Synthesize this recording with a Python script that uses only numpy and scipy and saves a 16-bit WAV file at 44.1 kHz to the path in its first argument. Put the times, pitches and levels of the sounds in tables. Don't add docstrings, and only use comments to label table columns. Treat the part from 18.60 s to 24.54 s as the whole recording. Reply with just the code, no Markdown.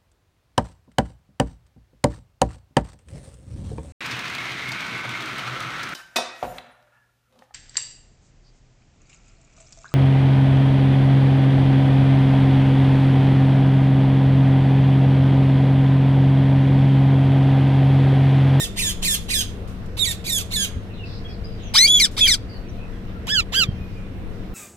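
import sys
import numpy as np
from scipy import signal
from scipy.fft import rfft, irfft, next_fast_len
from scipy.io import wavfile
from scipy.ndimage import uniform_filter1d

SR = 44100
rng = np.random.default_rng(int(sys.argv[2]) if len(sys.argv) > 2 else 0)


def master(y):
    cut = np.clip(np.atleast_2d(y).T, -1, 1)
    pcm = np.round(cut * 32767)
    wavfile.write(sys.argv[1], SR, pcm.astype(np.int16))


N = 261954
TIME_S = np.arange(N) / SR
SIDES = np.array([[1], [-1]])
CUTOFF_HZ = 15300


def from_db(db):
    return np.exp(np.asarray(db) * (np.log(10) / 20))


def rms_one(x):
    return x / np.sqrt(np.mean(x ** 2) + 1e-20)


def at_hz(points, hz, axis=1):
    points = np.array(points)
    return np.interp(np.log(np.maximum(hz, 1)), np.log(points[:, 0]), points[:, axis])


def butter(x, hz, kind, order=2):
    return signal.sosfilt(signal.butter(order, hz, kind, fs=SR, output="sos"), x)


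def drift(rate_hz, size):
    knots = rng.standard_normal(int(2 * rate_hz * size / SR) + 3)
    curve = np.interp(np.arange(size) * 2 * rate_hz / SR, np.arange(len(knots)), knots)
    return curve * np.sqrt(3 / 2)


def panned(pan_db):
    gains = from_db(SIDES * pan_db / 2)
    return gains / np.sqrt(np.mean(gains ** 2, axis=0))


def evened(x, size=300):
    return x / np.sqrt(np.abs(uniform_filter1d(x ** 2, size, axis=-1)) + 1e-12)


def add(out, start_s, sound):
    at = max(round(start_s * SR), 0)
    out[:, at:at + sound.shape[-1]] += sound[..., :max(N - at, 0)]


def echoes(t60_s, delay_s, dull_hz):
    t = TIME_S[:SR // 2]
    noise = butter(rng.standard_normal((2, len(t))), dull_hz, "low", order=1)
    tail = noise * from_db(-60 * t / t60_s) * (t > delay_s)
    return rms_one(tail) / np.sqrt(len(t))


# f/Hz, relative density/dB per Hz
RUMBLE_SPECTRUM = [(22, 4), (36, -2.5), (62, -1), (100, -8), (150, -9.5), (250, -11.5), (330, -17.5),
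                   (500, -18), (750, -31), (1100, -31), (2300, -36), (4000, -44.5), (8000, -58.5),
                   (15000, -58.5)]
# f/Hz, likeness/0-1
RUMBLE_LIKENESS = [(60, 0.61), (125, 0.79), (250, 1), (500, 0.71), (950, .15), (2400, .02), (15000, 0.028)]
# f/Hz, left-right/dB
RUMBLE_BALANCE = [(60, 4.5), (150, 2.5), (380, 3.5), (950, -1), (2380, -5), (5980, 2), (15000, 1.5)]
RUMBLE_DB = -32.25


def rumble(patchy_db):
    out, edges_hz = 0, 16 * 2 ** (np.arange(21) / 2)
    white = rng.standard_normal((2, 2, N))
    for k, (low_hz, high_hz) in enumerate(zip(edges_hz, edges_hz[1:])):
        mid, side = butter(white[k % 2], [low_hz, high_hz], "band")
        hz = np.sqrt(low_hz * high_hz)
        alike = np.clip(at_hz(RUMBLE_LIKENESS, hz), 0, .99)
        stereo = mid + np.sqrt((1 - alike) / (1 + alike)) * side * SIDES
        level_db = at_hz(RUMBLE_SPECTRUM, hz) + patchy_db * drift(6, N)
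        out = out + from_db(level_db) * panned(at_hz(RUMBLE_BALANCE, hz)) * stereo
    return from_db(RUMBLE_DB) * out / np.std(out.mean(axis=0))


# f/Hz, mean level/dB rms
HUM_TONES = [(102.3, -41.5), (188.4, -42.5), (463.0, -54.5)]


def hum(waver_rad, pan_db):
    tones = 0
    for hz, level_db in HUM_TONES:
        wander = waver_rad * np.sqrt(hz / 100) * drift(5, N)
        strength = from_db(level_db + 2 * drift(3.7, N))
        tones = tones + strength * np.sin(2 * np.pi * hz * TIME_S + wander)
    return np.sqrt(2) * tones * panned(pan_db)


# peak t/s, f/Hz, peak level/dB, 1/e energy decay to either side/s
THUMP_EVENTS = [(2.17, 70.3, -17, 0.0038), (4.6, 70, -23, 0.0038), (5.091, 119, -10.5, 0.002),
                (5.136, 87, -27, 0.02), (5.212, 76.5, -20, 0.0046)]


def thumps():
    out, t = np.zeros((2, N)), TIME_S[:SR // 4]
    centred = t - t.mean()
    for peak_s, hz, peak_db, decay_s in THUMP_EVENTS:
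        envelope = from_db(peak_db) * np.exp(-np.abs(centred) / (2 * decay_s))
        add(out, peak_s - t.mean(), envelope * np.cos(2 * np.pi * hz * centred))
    return out


# t/s, initial level before decay/dB, t60/s; level is that of the noise before its band-pass
TICK_EVENTS = [(1.076, -46, 0.42), (1.259, -48, .08), (3.141, -18, 0.031), (3.512, -44, 0.5),
               (3.593, -19, .025), (4.67, -26.5, .025), (4.925, -33, .025), (5.771, -64, .08)]


def ticks():
    out, t = np.zeros((2, N)), TIME_S[:SR // 4]
    for start_s, level_db, t60_s in TICK_EVENTS:
        noise = butter(rng.standard_normal((2, len(t))), [2000, 9000], "band", order=1)
        add(out, start_s, noise * from_db(level_db - 60 * t / t60_s))
    return out


TWITTER_FROM_S, TWITTER_TO_S, TWITTER_LENGTH_S = 2.2, 5.8, 0.074
TWITTER_LOW_HZ, TWITTER_HIGH_HZ, TWITTER_HALF_WIDTH_HZ = 2500, 5160, 110
TWITTER_FALL = .06
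TWITTER_DB, TWITTER_FADE_DB_PER_S = -50, 3.6


def twitter(count):
    when, height = rng.random((count, 2)).T
    after_s = (np.arange(count) + when) / count * (TWITTER_TO_S - TWITTER_FROM_S)
    pitches_hz = TWITTER_LOW_HZ * (TWITTER_HIGH_HZ / TWITTER_LOW_HZ) ** height
    rows = []
    for s, hz in zip(after_s, pitches_hz):
        start_s, level_db = TWITTER_FROM_S + s, TWITTER_DB - TWITTER_FADE_DB_PER_S * s
        rows.append((start_s, start_s + TWITTER_LENGTH_S, hz, hz * (1 - TWITTER_FALL),
                     TWITTER_HALF_WIDTH_HZ, level_db))
    return rows


# start t/s, end t/s, first f/Hz, last f/Hz, half-width/Hz, level before chirp gain/dB
CLEAR_CHIRPS = [(2.324, 2.414, 4040, 3520, 290, -49.5), (2.37, 2.479, 3064, 2450, 55, -40),
                (2.418, 2.633, 4500, 4670, 720, -45.5), (2.642, 2.679, 3290, 3340, 16.4, -39),
                (2.667, 2.775, 5300, 4190, 460, -48), (2.836, 2.885, 4800, 5120, 104, -42.5),
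                (2.966, 3.122, 3580, 2840, 530, -46), (3.013, 3.107, 6900, 5600, 60, -49),
                (3.873, 4.003, 4750, 4380, 230, -46), (4.079, 4.113, 5870, 5930, 21, -51.5),
                (4.167, 4.29, 2510, 2600, 110, -49), (4.533, 4.587, 1404, 1370, 12, -45.5),
                (5.024, 5.117, 3220, 3170, 14, -46), (5.092, 5.491, 2497, 2400, 15.4, -53)]


def chirps(gain_db):
    out = np.zeros((2, N))
    for start_s, end_s, first_hz, last_hz, half_width_hz, level_db in CLEAR_CHIRPS + twitter(count=18):
        size = max(int((end_s - start_s) * SR), 2)
        glide = np.exp(2j * np.pi * np.cumsum(np.linspace(first_hz, last_hz, size)) / SR)
        shape = (2, size + SR // 4)
        noise = rng.standard_normal(shape) + 1j * rng.standard_normal(shape)
        blur = butter(noise, half_width_hz, "low", order=3)[:, -size:]
        chirp = (glide * blur).real * signal.windows.tukey(size, .6)
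        add(out, start_s, from_db(level_db + gain_db) * rms_one(chirp))
    return out


def syrinx(pitch, rasp, jitter, flutter_hz, smear, odd_db, hiss_hz, hiss_db, air_db):
    size = len(pitch)
    uneven = pitch * (1 + jitter * (0.078 + rasp) * drift(flutter_hz, size))
    phase = 2 * np.pi * np.cumsum(uneven) / SR
    odd_gain = from_db(odd_db * np.interp(pitch, [1107, 1584, 1974, 2574], [0, 1, 1, 0]))
    tone = 0
    for k in np.arange(20) + 1:
        hz = k * pitch
        blur = smear * (hz / 9000) ** 1.6 * (0.46 + rasp) * drift(flutter_hz, size)
        strength = from_db(np.minimum(hz / 1800, 4) * drift(34.8, size)) * (hz < CUTOFF_HZ)
        if k % 2 and k > 1:
            strength = strength * odd_gain
        tone = tone + strength * np.cos(k * phase + np.pi * k * k / 7 + blur)
    tone = tone * 2 * np.sqrt(pitch / SR)
    air = rng.standard_normal(size) * (1 + 0.71 * np.cos(phase)) * from_db(2 * drift(300, size))
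    air = air + from_db(hiss_db) * butter(air, hiss_hz, "high")
    scoop = np.interp(pitch, [1000, 1500], [1.3, 0]) * np.cos(phase)
    return np.sqrt(1 - rasp ** 2) * tone + from_db(air_db) * rasp ** 1.14 * air + scoop


TREBLE_HZ = 5200


def squawk(call, throat, near_db, near_t60_s, treble_pan_db, **voice):
    s = call[:, 0]
    t = np.arange(s[0] - .002, s[-1] + 0.021, 1 / SR)
    pitch, level_db, treble_db, rasp, pan_db = (np.interp(t, s, column) for column in call.T[1:])
    size = next_fast_len(len(t) + SR // 8)
    hz = np.arange(size // 2 + 1) * SR / size
    source = rfft(syrinx(pitch, np.clip(rasp, .02, .97), **voice), size) * from_db(at_hz(throat, hz))
    direct = np.exp(.5j * SIDES * at_hz(throat, hz, axis=2))
    reflected = from_db(near_db) * np.sqrt(1 + (hz / 6000) ** 2)
    near_echo = rfft(echoes(near_t60_s, 0.00022, 18000), size)
    paths = (direct + reflected * near_echo) / np.sqrt(1 + reflected ** 2)
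    sound = butter(irfft(source * paths, size)[:, :len(t)], 600, "high", order=4)
    body = evened(butter(sound, TREBLE_HZ, "low", order=8)) * panned(pan_db)
    treble = evened(butter(sound, TREBLE_HZ, "high", order=8)) * panned(treble_pan_db) * from_db(treble_db)
    gate = np.interp(t, [t[0], s[0], s[-1], t[-1]], [0, 1, 1, 0])
    shaped = (body + treble) * from_db(level_db) * gate
    return t[t >= 0][0], shaped[:, t >= 0]


# start t/s, end t/s, first f/Hz, middle f/Hz, last f/Hz, attack/s, middle level/dB,
# treble re level/dB, middle rasp/0-1, left-right/dB
WHISTLE_EVENTS = [(1.386, 1.453, 3707, 3736, 3240, 0.0074, -17.5, -9.5, 0.07, -18),
                  (3.271, 3.399, 3200, 3431, 3200, .002, -13.5, -10, .05, -1),
                  (3.605, 3.676, 3494, 3358, 2984, .003, -12.5, -15.5, .14, -2.5)]
BREAK_S = 0.0044
WHISTLE_EDGE_DB, WHISTLE_EDGE_RASP = 3, 0.21
WHISTLE_ONSET_DB = 10.5
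CRACK_S, CRACK_DB, CRACK_RASP = .005, 5.5, .3
PULL, PULL_S = .17, .014


def whistled(s, controls):
    for (start_s, end_s, first_hz, middle_hz, last_hz, attack_s,
         level_db, treble_db, rasp, pan_db) in WHISTLE_EVENTS:
        arch, inside_s = np.interp(s, [start_s, end_s], [-1, 1]), np.minimum(s - start_s, end_s - s)
        bend_hz = (first_hz + last_hz) / 2 - middle_hz
        pitch = middle_hz + (last_hz - first_hz) / 2 * arch + bend_hz * arch ** 2
        onset_db = WHISTLE_ONSET_DB * np.exp(-np.maximum(s - start_s, 0) / attack_s)
        level = level_db - WHISTLE_EDGE_DB * arch ** 2 - onset_db
        edge_rasp = rasp + WHISTLE_EDGE_RASP * arch ** 2
        whistle = np.array(np.broadcast_arrays(pitch, level, treble_db, edge_rasp, pan_db))
        pull = PULL * np.exp(np.minimum(inside_s, 0) / PULL_S)
        share = np.clip(inside_s / BREAK_S + .5, pull, 1)
        crack = np.exp(-(inside_s / CRACK_S) ** 2)
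        controls = controls + share * (whistle - controls)
        controls = controls + np.outer([0, -CRACK_DB, CRACK_DB, CRACK_RASP, 0], crack)
    return controls


START_HZ, END_HZ = 666.6, 1149
SCOOP_EASE, COLLAPSE_EASE = 1.4, 1.2
ONSET_DB = 21
SLACK_RASP, FRAY_S = 0.95, 0.025
RASP_SPREAD = .5
STRAIN_FROM_HZ, STRAIN_FULL_HZ, STRAIN_RASP, STRAIN_BOOST_DB = 2050, 2600, 0.22, 1
OPENING_S, OPENING_DB = 0.0064, 6


def gesture(call, fall_s, release_db, clear_s, fray_before_s, roughen, brighten_db, rasp_treble_db):
    (start_s, length_s, knee_s, turn_s, knee_hz, turn_hz, last_hz, attack_s,
     level_db, change_db, treble_db, held_rasp, pan_db) = call
    t = np.linspace(0, length_s, 400)
    last_s, along = length_s - fall_s, t / length_s - .5
    pitch = np.interp(t, [knee_s, turn_s, last_s, length_s], [knee_hz, turn_hz, last_hz, END_HZ])
    pitch = pitch - (knee_hz - START_HZ) * np.maximum(1 - t / knee_s, 0) ** SCOOP_EASE
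    strain = np.interp(pitch, [STRAIN_FROM_HZ, STRAIN_FULL_HZ], [0, 1])
    fray = np.clip((t - length_s + fray_before_s) / FRAY_S + .5, 0, 1)
    slack = np.maximum(1 / (1 + (t / clear_s) ** 3), fray)
    collapse = np.clip((t - last_s) / fall_s, 0, 1) ** COLLAPSE_EASE
    level = level_db - ONSET_DB * np.exp(-t / attack_s) + change_db * along
    level = level - release_db * collapse + STRAIN_BOOST_DB * strain
    rasp = (held_rasp + roughen * along + STRAIN_RASP * strain) * (1 - slack) + SLACK_RASP * slack
    treble = treble_db + brighten_db * along + rasp_treble_db * slack
    treble = treble - STRAIN_BOOST_DB * strain - OPENING_DB * np.exp(-t / OPENING_S)
    controls = np.array([pitch, level, treble, rasp, pan_db * (1 - RASP_SPREAD * slack)])
    return np.vstack([start_s + t, whistled(start_s + t, controls)]).T


def bout(calls, throat, room_db, shimmer_db, manner, **voice):
    out = np.zeros((2, N))
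    room = from_db(room_db) * echoes(0.35, 0.0067, 6500)
    for call in calls:
        start_s, sound = squawk(gesture(call, **manner), throat, **voice)
        sound = sound * from_db(shimmer_db * drift(72.2, sound.shape[1]))
        add(out, start_s, sound)
        add(out, start_s, signal.fftconvolve(sound, room, axes=1))
    return out


# t/s, f/Hz, peak level/dB
HIDDEN_VOICE_PATH = [(3.607, 2480, -35.5), (3.62, 2550, -25.5), (3.64, 2620, -24.5), (3.655, 2510, -28.5),
                     (3.669, 2000, -25.5), (3.679, 1560, -34), (3.705, 1460, -39)]


def hidden_voice():
    s, hz, level_db = np.transpose(HIDDEN_VOICE_PATH)
    t, out = np.arange(s[0], s[-1], 1 / SR), np.zeros((2, N))
    pitch = np.interp(t, s, hz) * (1 + .022 * drift(400, len(t)))
    add(out, s[0], from_db(np.interp(t, s, level_db)) * np.sin(2 * np.pi * np.cumsum(pitch) / SR))
    return out


# f/Hz, level/dB, left lead/rad
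FIRST_BOUT_THROAT = [(715, -15.5, -5), (1400, -20, 4), (1890, -10, -0.2), (2500, 1.5, 4.5), (3050, -0.5, 6),
                     (3370, 2.5, 3.5), (4680, -9.5, 2), (5530, -15, 5.5), (6540, -13, 4.5),
                     (9100, -15.5, -0.5), (10500, -20, 2.5), (13100, -21.5, 5), (14900, -27.5, 4)]
SECOND_BOUT_THROAT = [(667, -28, 1), (1180, -21.5, 1.5), (1830, -15.5, 1.5), (2510, -0.5, 2.5),
                      (2800, -5, 6), (3660, -0.5, 0.5), (4670, -5.5, 3.5), (4850, -11.5, 3.5),
                      (7460, -9.5, 6.5), (9500, -14, 14.5), (11440, -17.5, 6.5), (12100, -14.5, 14),
                      (15000, -29, 9)]
LOUD_BOUT_THROAT = [(700, -26, -13), (1120, -23, 1.3), (1940, -14, 0.3), (2334, -1.5, -0.4),
                    (2690, -14.5, -3), (3460, -1.5, 1.37), (4550, -3.5, 1.2), (5420, -6.5, -4.46),
                    (6540, -16, 2), (8150, -16.5, -0.1), (9710, -22, 0.1), (12800, -28, 4),
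                    (15000, -35.5, 4)]
YELP_BOUT_THROAT = [(690, -20, 6), (1196, -25, -2), (1810, -4.5, -1.5), (2630, -3.5, -2.5),
                    (2980, 0.5, -1.1), (3380, -1.5, 2.1), (4400, -11.5, -3.5), (5500, -15, -2),
                    (7430, -15, -1.5), (9550, -36, -12.5), (11100, -23, -7), (13300, -30, -10.5),
                    (15000, -34, 0)]
# start t/s, length/s, knee t/s, turn t/s, knee f/Hz, turn f/Hz, last f/Hz, attack/s, level/dB,
# level change over call/dB, treble re level/dB, held rasp/0-1, left-right/dB
CALLS = [(-0.095, 0.17, 0.044, 0.059, 2485, 1940, 1767, .012, -26.5, -2, 0, 0.21, -10),
         (0.16, 0.17, 0.04, 0.069, 2660, 1870, 1622, 0.0092, -26.5, -0.5, 2, .33, -4.5),
         (0.417, 0.16, 0.046, .066, 2490, 1842, 1626, 0.0084, -25, -1.5, 3.5, 0.23, -3),
         (0.682, .16, 0.038, 0.063, 2542, 1802, 1567, 0.011, -24.5, -1.5, .5, 0.21, -7),
         (1.37, 0.18, 0.088, 0.099, 2170, 1896, 1810, 0.023, -24.5, -12.5, -1, 0.27, -8),
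         (1.642, 0.18, 0.038, 0.057, 2415, 1912, 1613, 0.042, -23, -7.5, 0.5, 0.2, -8),
         (1.907, 0.17, 0.036, .06, 2250, 1745, 1584, 0.024, -23.5, -7, -2, 0.15, -6.5),
         (3.139, 0.3375, .056, 0.22, 1968, 2606, 1720, 0.0094, -13, -4, -5, 0.17, 1.5),
         (3.568, .2, 0.07, .119, 2540, 2215, 1604, 0.033, -14.5, -10, -4, 0.27, 1),
         (4.667, 0.15, .038, 0.065, 1610, 1762, 1340, 0.013, -19, 9.5, -16, 0, -6),
         (4.922, 0.13, 0.035, 0.065, 1545, 1635, 1287, 0.02, -15.5, 0, -14.5, 0.04, -7)]


def parakeet():
    first = bout(
        CALLS[:4], FIRST_BOUT_THROAT, room_db=-15, shimmer_db=1.18,
        near_db=-6, near_t60_s=0.059, treble_pan_db=-3,
        manner=dict(fall_s=.03, release_db=13.5, clear_s=0.026, fray_before_s=0.029,
                    roughen=0.056, brighten_db=4, rasp_treble_db=-3.5),
        jitter=0.04, flutter_hz=300.2, smear=0.86, odd_db=-5, air_db=-1.5, hiss_hz=4860, hiss_db=4)
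    second = bout(
        CALLS[4:7], SECOND_BOUT_THROAT, room_db=-17, shimmer_db=1.7,
        near_db=-7.5, near_t60_s=0.052, treble_pan_db=-4.5,
        manner=dict(fall_s=.033, release_db=12.5, clear_s=0.027, fray_before_s=.03,
                    roughen=0.12, brighten_db=5, rasp_treble_db=-2.5),
        jitter=0.026, flutter_hz=351.7, smear=0.79, odd_db=-8.5, air_db=-1, hiss_hz=7000, hiss_db=7.5)
    loud = bout(
        CALLS[7:9], LOUD_BOUT_THROAT, room_db=-35, shimmer_db=1.03,
        near_db=-8.5, near_t60_s=0.053, treble_pan_db=1,
        manner=dict(fall_s=.026, release_db=28, clear_s=0.036, fray_before_s=0.016,
                    roughen=0.31, brighten_db=4, rasp_treble_db=-1),
        jitter=.02, flutter_hz=447.5, smear=0.61, odd_db=-0.5, air_db=-3, hiss_hz=8030, hiss_db=4.5)
    yelps = bout(
        CALLS[9:], YELP_BOUT_THROAT, room_db=-53, shimmer_db=0.43,
        near_db=-9, near_t60_s=0.046, treble_pan_db=-2,
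        manner=dict(fall_s=0.016, release_db=21, clear_s=0.037, fray_before_s=0.0095,
                    roughen=.08, brighten_db=-3.5, rasp_treble_db=2.5),
        jitter=0.022, flutter_hz=454, smear=0.99, odd_db=2, air_db=-7.5, hiss_hz=7900, hiss_db=15.5)
    return first + second + loud + hidden_voice() + yelps


def scene():
    background = rumble(patchy_db=1.5) + hum(waver_rad=0.72, pan_db=-1)
    faint = chirps(gain_db=-5)
    tail = signal.fftconvolve(faint, echoes(0.28, 0.016, 8000), axes=1)[:, :N]
    return background + thumps() + ticks() + faint + from_db(-9) * tail + parakeet()


OVERLOAD = .86


def record(dry):
    rounded = dry / (1 + (dry / OVERLOAD) ** 6) ** (1 / 6)
    return signal.sosfilt(signal.ellip(12, .1, 90, CUTOFF_HZ, fs=SR, output="sos"), rounded)


dry = scene()
out = record(dry)
master(out)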